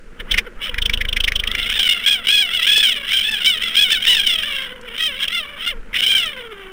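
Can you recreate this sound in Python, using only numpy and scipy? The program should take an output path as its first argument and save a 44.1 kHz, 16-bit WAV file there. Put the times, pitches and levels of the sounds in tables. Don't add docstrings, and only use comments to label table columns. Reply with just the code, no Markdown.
import sys
import numpy as np
from scipy import signal
from scipy.fft import rfft, irfft, next_fast_len
from scipy.io import wavfile
from scipy.ndimage import uniform_filter1d

SR = 44100
rng = np.random.default_rng(int(sys.argv[2]) if len(sys.argv) > 2 else 0)


def materialize(psi):
    bounded = np.clip(np.atleast_2d(psi).T, -1, 1)
    quanta = np.round(bounded * 32767).astype(np.int16)
    wavfile.write(sys.argv[1], SR, quanta)


N = 296351
TIME = np.arange(N) / SR

# full_pull_s, rise_s, hold_s, fall_s, top_pitch_hz, level_db, roughness_0_to_1
PULLS = [(0.066, .014, 0, 0.037, 511, -55, 0.5), (.209, .035, 0, 0.019, 501.5, -34, 0.76),
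         (.323, .055, 0.058, 0.024, 744, -30, 0.79), (.473, .036, 0, .016, 491.4, -31, .7),
         (0.665, .076, 0.0094, .03, 608, -23.5, 0.91), (1.595, .092, 0.017, .015, 717.5, -20.5, 0.73),
         (1.752, .038, 0.0057, 0.083, 894, -20.5, 0.76), (1.847, .05, 0.05, 0.073, 728, -15, 0.48),
         (2.085, .051, 0.041, 0.06, 835, -14, 0.34), (2.325, .066, 0.078, 0.057, 834, -12, 0.14),
         (2.557, .035, 0.0059, 0.024, 723, -16, 0.43), (2.713, .062, 0.13, 0.076, 842, -12.5, 0.37),
         (3.143, .05, 0.056, 0.089, 782, -15.5, 0.54), (3.266, .055, 0.07, 0.031, 866, -19, 0.41),
         (3.461, .018, .015, .077, 754, -12, 0.17), (3.632, .025, 0.0029, 0.074, 683.3, -18, 0.66),
         (3.786, .032, 0.04, 0.043, 837, -9, 0.22), (3.927, .03, .006, 0.036, 883.5, -12, 0.42),
         (4.097, .055, 0.0029, 0.15, 977, -11.5, 0.47), (4.275, .051, 0, 0.09, 668, -15, .6),
         (5.006, .031, 0.06, 0.034, 637, -17, 0.03), (5.183, .027, 0.057, 0.051, 556.7, -24, 0.84),
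         (5.354, .08, 0.034, 0.031, 692.4, -19.5, 0.17), (5.687, .09, 0.014, 0.026, 708.5, -19.5, 0.34),
         (5.969, .032, 0.051, .05, 748, -20, .95), (6.043, .05, 0.1, 0.19, 781.4, -14, 0.28)]
def pull_envelopes(t, release_power=1.5):
    return np.array([np.exp(-(np.maximum(full_s - t, 0) / rise_s) ** 2
                            - (np.maximum(t - full_s - hold_s, 0) / fall_s) ** release_power)
                     for full_s, rise_s, hold_s, fall_s, *_ in PULLS])


# time_s, pitch_hz, level_db
TOW_NOTE = [(0, 328.5, -67), (.55, 325.6, -62.5), (.75, 466, -42.5), (1.399, 580, -47.5),
            (1.7, 707.5, -20.5), (2.22, 635, -42), (2.6, 638.6, -23.5), (3.051, 550, -25.5),
            (3.39, 768.5, -24), (3.58, 585.5, -30.5), (4, 700.8, -27.5), (4.55, 551, -22),
            (4.8, 491.6, -41), (4.921, 476.4, -33), (5.499, 579.4, -34), (5.85, 417, -56),
            (6.398, 420, -43.5), (6.72, 364.4, -38)]
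def line_tension(step=64, loudness_power=0.7, slack_rough=0.68, settle_s=0.0256):
    t, tow = TIME[::step], np.array(TOW_NOTE)
    top_hz, top_db, top_rough = np.transpose(PULLS)[4:, :, None]
    tow_hz, tow_db = curve(tow[:, [0, 1]], t), curve(tow[:, [0, 2]], t)
    pull = pull_envelopes(t)
    pitch = tow_hz + (pull * (top_hz - tow_hz)).max(0)
    db = tow_db + (pull ** loudness_power * (top_db - tow_db)).max(0)
    rough = slack_rough + (pull_envelopes(t - settle_s) * (top_rough - slack_rough)).sum(0)
    db += 2.5 * rough * wander(16)[::step]
    return [np.interp(TIME, t, control) for control in (pitch, db, np.clip(rough, 0, 1))]


def line_phase(pitch, rough):
    wobble = (0.006 + 0.025 * rough) * wander(30)
    jitter = (0.00601 + 0.02036 * rough) * wander(110)
    return 2 * np.pi * np.cumsum(pitch * (1 + wobble + jitter)) / SR


def tightening(pitch):
    return uniform_filter1d(np.gradient(np.log2(pitch)) * SR, size=1500)


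# frequency_hz, gain_db
HOUSING_EQ = [(300, -35), (900, -35), (1250, -22), (1600, -12.5), (1900, -12), (2250, -4), (2550, -9),
              (3000, 6), (3400, 1.5), (3750, -6), (4500, -27.5), (5250, -17), (6700, -36), (16000, -33)]
# frequency_hz, gain_db
CRACKLE_EQ = [(400, -13), (1500, -19), (4400, -10), (5200, 3), (5800, -4), (6600, -9), (8500, -4),
              (10300, -19), (11300, -8), (13000, -29), (14000, -31)]
def line_buzz(phase, pitch, buzz_db, rough, rolloff_hz=6000, loud_db=-15):
    partials = 0
    for k in range(2, 13):
        overtone = np.cos(k * phase + 2 * np.pi * rng.random() + 1.9 * rough * wander(28.4))
        flicker = amp(3.5 * wander(45) - (k == 2))
        partials += overtone * flicker / (1 + (k * pitch / rolloff_hz) ** 4)
    grit = rng.standard_normal(N) * amp(4 * np.minimum(wander(280), 2))
    tone = steadied(coloured(partials, HOUSING_EQ), size=1500)
    scrape = unit(coloured(grit, HOUSING_EQ))
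    scrape_share = np.clip(0.029 + 0.6 * rough ** 2 + 0.04 * np.clip(tightening(pitch), 0, 4), 0, 1)
    ring = np.sqrt(1 - scrape_share) * tone + np.sqrt(scrape_share) * scrape
    hz, t, frames = signal.stft(ring, SR, nperseg=512)
    octaves = np.log2(np.clip(hz, 1000, 3700) / 3000)[:, None]
    tilt_db_per_octave = 0.86 * (np.interp(t, TIME, buzz_db) - loud_db)
    ring = signal.istft(frames * amp(tilt_db_per_octave * octaves), SR, nperseg=512)[1][:N]
    level = amp(buzz_db) * grip(rough)
    level *= steadied(amp(1.5 * (1 + rough) * wander(70)), size=1300)
    force = np.minimum(level / amp(loud_db), 1.5)
    crackle = amp(-22) * force ** 0.72 * unit(coloured(grit, CRACKLE_EQ))
    return level * (steadied(ring, size=700) + crackle)


# bite_s, accent_db
SLIPS = [(1.536, 2), (1.69, 5.5), (1.79, 6), (1.83, 2.5), (1.89, 5.5), (2.061, 8.5), (2.27, 6.5),
         (2.667, 6.5), (2.828, 6), (3.31, 0), (3.446, 1.5), (3.766, 4.5), (3.81, 1), (4.064, 9.5),
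         (4.261, 0), (4.977, -3.5), (5.275, -5), (5.662, 0.5), (6.017, 0), (6.15, 4.5)]
def grip(rough, slip_db=-12, slip_s=0.0074, accent_decay_s=0.035, stutter_db=-9, stutter_s=0.0065):
    db = np.zeros(N)
    for bite_s, accent_db in SLIPS:
        db[(TIME > bite_s - slip_s) & (TIME < bite_s)] += slip_db
        after = TIME >= bite_s
        db[after] += accent_db * np.exp(-(TIME[after] - bite_s) / accent_decay_s)
    starts = rng.random(N) < 20 * rough / SR
    stutters = signal.oaconvolve(starts.astype(float), np.ones(round(stutter_s * SR)), "same")
    db += stutter_db * np.minimum(stutters, 1)
    return amp(uniform_filter1d(db, 70))


# frequency_hz, gain_db
LOW_BODY_EQ = [(300, 9), (430, -1.5), (500, 0), (600, -11.5), (800, -16), (1000, -6)]
def line_swing(phase, pitch, buzz_db, full_swing_db=-36):
    drive_db = -41 + 0.72 * np.minimum(buzz_db - full_swing_db, 0)
    bloom_db = -6 * np.tanh(tightening(pitch) / 4)
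    flutter = unit(amp(3 * wander(21)))
    return np.sqrt(2) * np.sin(phase) * amp(drive_db + bloom_db + spectrum(LOW_BODY_EQ, pitch)) * flutter


# time_s, level_db
JUDDER_LEVEL = [(.74, -17), (.87, -11.5), (1.06, -19.5), (1.22, -11.5), (1.4, -14.5), (1.55, -11.5),
                (1.75, -25.5)]
def judder(first_s=0.7455, jerks_per_s=26, rocks_per_s=7.43, rock_low_s=0.9, mean_length_s=0.0062):
    times = np.arange(first_s, JUDDER_LEVEL[-1][0], 1 / jerks_per_s)
    late, strong, high, long = rng.uniform(-1, 1, (len(times), 4)).T
    rock = np.tanh(4.9 * np.cos(2 * np.pi * rocks_per_s * (times - rock_low_s)))
    centre_hz = 2623 - 576 * rock + 150 * (times - times.mean()) + 130 * high
    level_db = curve(JUDDER_LEVEL, times) + 2 * strong
    length_s = mean_length_s * (1 + 0.74 * long)
    return list(zip(times + 0.0015 * late, level_db, centre_hz, length_s))


# peak_s, level_db, centre_hz, length_s
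SINGLE_JERKS = [(0.205, -27.5, 1890, 0.011), (0.318, -12, 3430, 0.0098), (0.344, -13, 2120, 0.007),
                (0.385, -10, 2240, 0.013), (0.696, -20.5, 2960, 0.0054), (1.796, -9, 3245, 0.0041),
                (5.283, -15.5, 3000, 0.0058), (5.933, -26, 2043, 0.0042), (5.945, -17.5, 2235, 0.0078),
                (5.966, -17.5, 2286, 0.019)]
# frequency_hz, gain_db
JERK_CRACKLE_EQ = [(500, -1.5), (4400, 2), (5500, 10), (7000, -7), (10000, -5.5), (13000, -48),
                   (16000, -41)]
def jerks(rows, half_width_hz=400, tail_s=0.0096, loud_db=-15):
    out, t = np.zeros(N), np.arange(-2048, 2048) / SR
    hz = np.fft.rfftfreq(len(t), 1 / SR)
    body = amp(spectrum(HOUSING_EQ, hz) / 2)
    for peak_s, db, centre_hz, length_s in rows:
        focus = np.sqrt(body) / (1 + ((hz - centre_hz) / half_width_hz) ** 4) + 0.26 * body ** 2
        grit = rng.standard_normal(len(t))
        ring = steadied(irfft(rfft(grit) * focus), size=130)
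        crackle = amp(-21 + 1.5 * (db - loud_db)) * unit(coloured(grit, JERK_CRACKLE_EQ))
        slope_s = length_s * np.where(t < 0, 0.41, 0.5)
        bite = np.exp(-0.5 * (t / slope_s) ** 2)
        tail = amp(-17) * np.exp(-abs(t) / tail_s) * (1 + np.tanh(t / length_s))
        scrape = (ring + crackle) * (bite + tail)
        scrape *= np.sqrt(length_s * SR / np.sum(scrape ** 2))
        add(out, round(peak_s * SR) - len(t) // 2, amp(db) * scrape)
    return out


def limit_chatter(x, ceiling=0.48):
    reach = np.sqrt(abs(smoothed(2 * x ** 2, size=60)))
    return x / (1 + (reach / ceiling) ** 6) ** (1 / 6)


# start_s, peak_db
TICKS = [(2.779, -8), (3.316, -17), (3.923, -13), (4.813, -34.5), (5.28, -23.5), (6.199, -23),
         (6.259, -24.5)]
def ticks(decay_s=0.004):
    out, t = np.zeros(N), np.arange(512) / SR
    for start_s, peak_db in TICKS:
        snap = coloured(rng.standard_normal(len(t)), CRACKLE_EQ) * np.exp(-t / decay_s)
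        add(out, round(start_s * SR), amp(peak_db) * snap / abs(snap).max())
    return out


# time_s, level_db
BUFFET_LEVEL = [(0.0, -34.5), (0.05, -37), (0.19, -37), (0.26, -30), (0.34, -23.5), (0.52, -40),
                (0.58, -30), (0.63, -41), (0.78, -22), (1.37, -24.5), (2.09, -44.5), (3.99, -42),
                (4.19, -32), (4.53, -42), (5.69, -42), (5.78, -24), (5.99, -45.5), (6.72, -44.5)]
# frequency_hz, gain_db
BUFFET_EQ = [(10, 2.5), (26, 1.5), (40, -15), (60, -13.5), (100, -46), (200, -56), (600, -100)]
def buffeting(jerk_rows, tug_s=0.0062, lag_s=0.00067):
    rumble = unit(coloured(rng.standard_normal(N), BUFFET_EQ))
    for peak_s, *_ in jerk_rows:
        progress = np.clip((TIME - peak_s - lag_s) / tug_s, -10, 10)
        rumble += 3.8 * np.tanh(-2 * progress) * np.exp(-progress ** 2 / 4)
    return amp(curve(BUFFET_LEVEL)) * steadied(rumble, size=5000)


# time_s, level_db
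RUSH_LEVEL = [(0, -49), (.35, -37), (.55, -45), (.9, -38.5), (1.6, -39), (2.2, -44), (4.2, -42),
              (4.8, -45.5), (5.5, -46.5), (6.1, -40), (6.72, -53.5)]
# frequency_hz, gain_db
RUSH_EQ = [(40, 7.5), (70, 1.5), (100, -1.5), (140, -3.5), (180, 1.5), (212, 8), (250, 1.5), (340, -5.5),
           (470, 2.5), (700, -13), (1000, -20), (1400, -3.5), (3000, -15.5), (6000, -46)]
def water_rush():
    lumps = amp(2 * wander(90))
    return amp(curve(RUSH_LEVEL)) * unit(coloured(rng.standard_normal(N) * lumps, RUSH_EQ))


# frequency_hz, gain_db
HISS_EQ = [(300, -13), (3000, 1), (5000, 3), (10000, -0.5), (12000, -37), (16000, -35)]
def microphone_hiss(level_db=-64):
    return amp(level_db) * unit(coloured(rng.standard_normal(N), HISS_EQ))


def shimmer(x):
    side_eq = [(60, -42), (200, -30), (1500, -31), (3200, -18.5), (5000, -10.5), (15000, 1)]
    hz, _, frames = signal.stft(x, SR, nperseg=512)
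    frames = frames * rng.standard_normal(frames.shape) * amp(spectrum(side_eq, hz[:, None]) - 15)
    return signal.istft(frames, SR, nperseg=512)[1][:N]


def amp(db):
    return 10 ** (np.asarray(db) / 20)


def curve(rows, t=TIME):
    return np.interp(t, *np.transpose(rows))


def spectrum(eq, hz):
    points_hz, db = np.transpose(eq)
    return np.interp(np.log(hz + 1), np.log(points_hz), db)


def coloured(x, eq):
    size = next_fast_len(len(x), real=True)
    gain = amp(spectrum(eq, np.fft.rfftfreq(size, 1 / SR)))
    return irfft(rfft(x, size) * gain, size)[:len(x)]


def unit(x):
    return x / np.sqrt(np.mean(x ** 2) + 1e-20)


def smoothed(x, size):
    return uniform_filter1d(uniform_filter1d(x, size), size)


def steadied(x, size):
    return x / np.sqrt(abs(smoothed(x ** 2, size)) + 1e-20)


def wander(rate_hz):
    size = next_fast_len(N, real=True)
    hz = np.fft.rfftfreq(size, 1 / SR)
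    return unit(irfft(rfft(rng.standard_normal(size)) / (1 + (hz / rate_hz) ** 2), size)[:N])


def add(mix, start, sound):
    part = mix[start:][:len(sound)]
    part += sound[:len(part)]


def scene():
    pitch, buzz_db, rough = line_tension()
    phase = line_phase(pitch, rough)
    jerk_rows = list(SINGLE_JERKS) + judder()
    chatter = limit_chatter(line_buzz(phase, pitch, buzz_db, rough) + jerks(jerk_rows))
    line = chatter + ticks() + line_swing(phase, pitch, buzz_db)
    inside = line + buffeting(jerk_rows) + water_rush() + microphone_hiss()
    side = shimmer(inside)
    return np.array([inside + side, inside - side])


def record(dry, mirror_hz=12000, tilt_pivot_hz=3200, cutoff_hz=15900):
    treble = np.gradient(dry, axis=1) * SR / (2 * np.pi * tilt_pivot_hz)
    mirrored = 2 * amp(-22) * treble * np.cos(2 * np.pi * mirror_hz * TIME)
    low_pass = signal.firwin(511, cutoff_hz, window=("kaiser", 9), fs=SR)
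    return signal.oaconvolve(dry + mirrored, low_pass[None], "same")


dry = scene()
out = record(dry)
materialize(out)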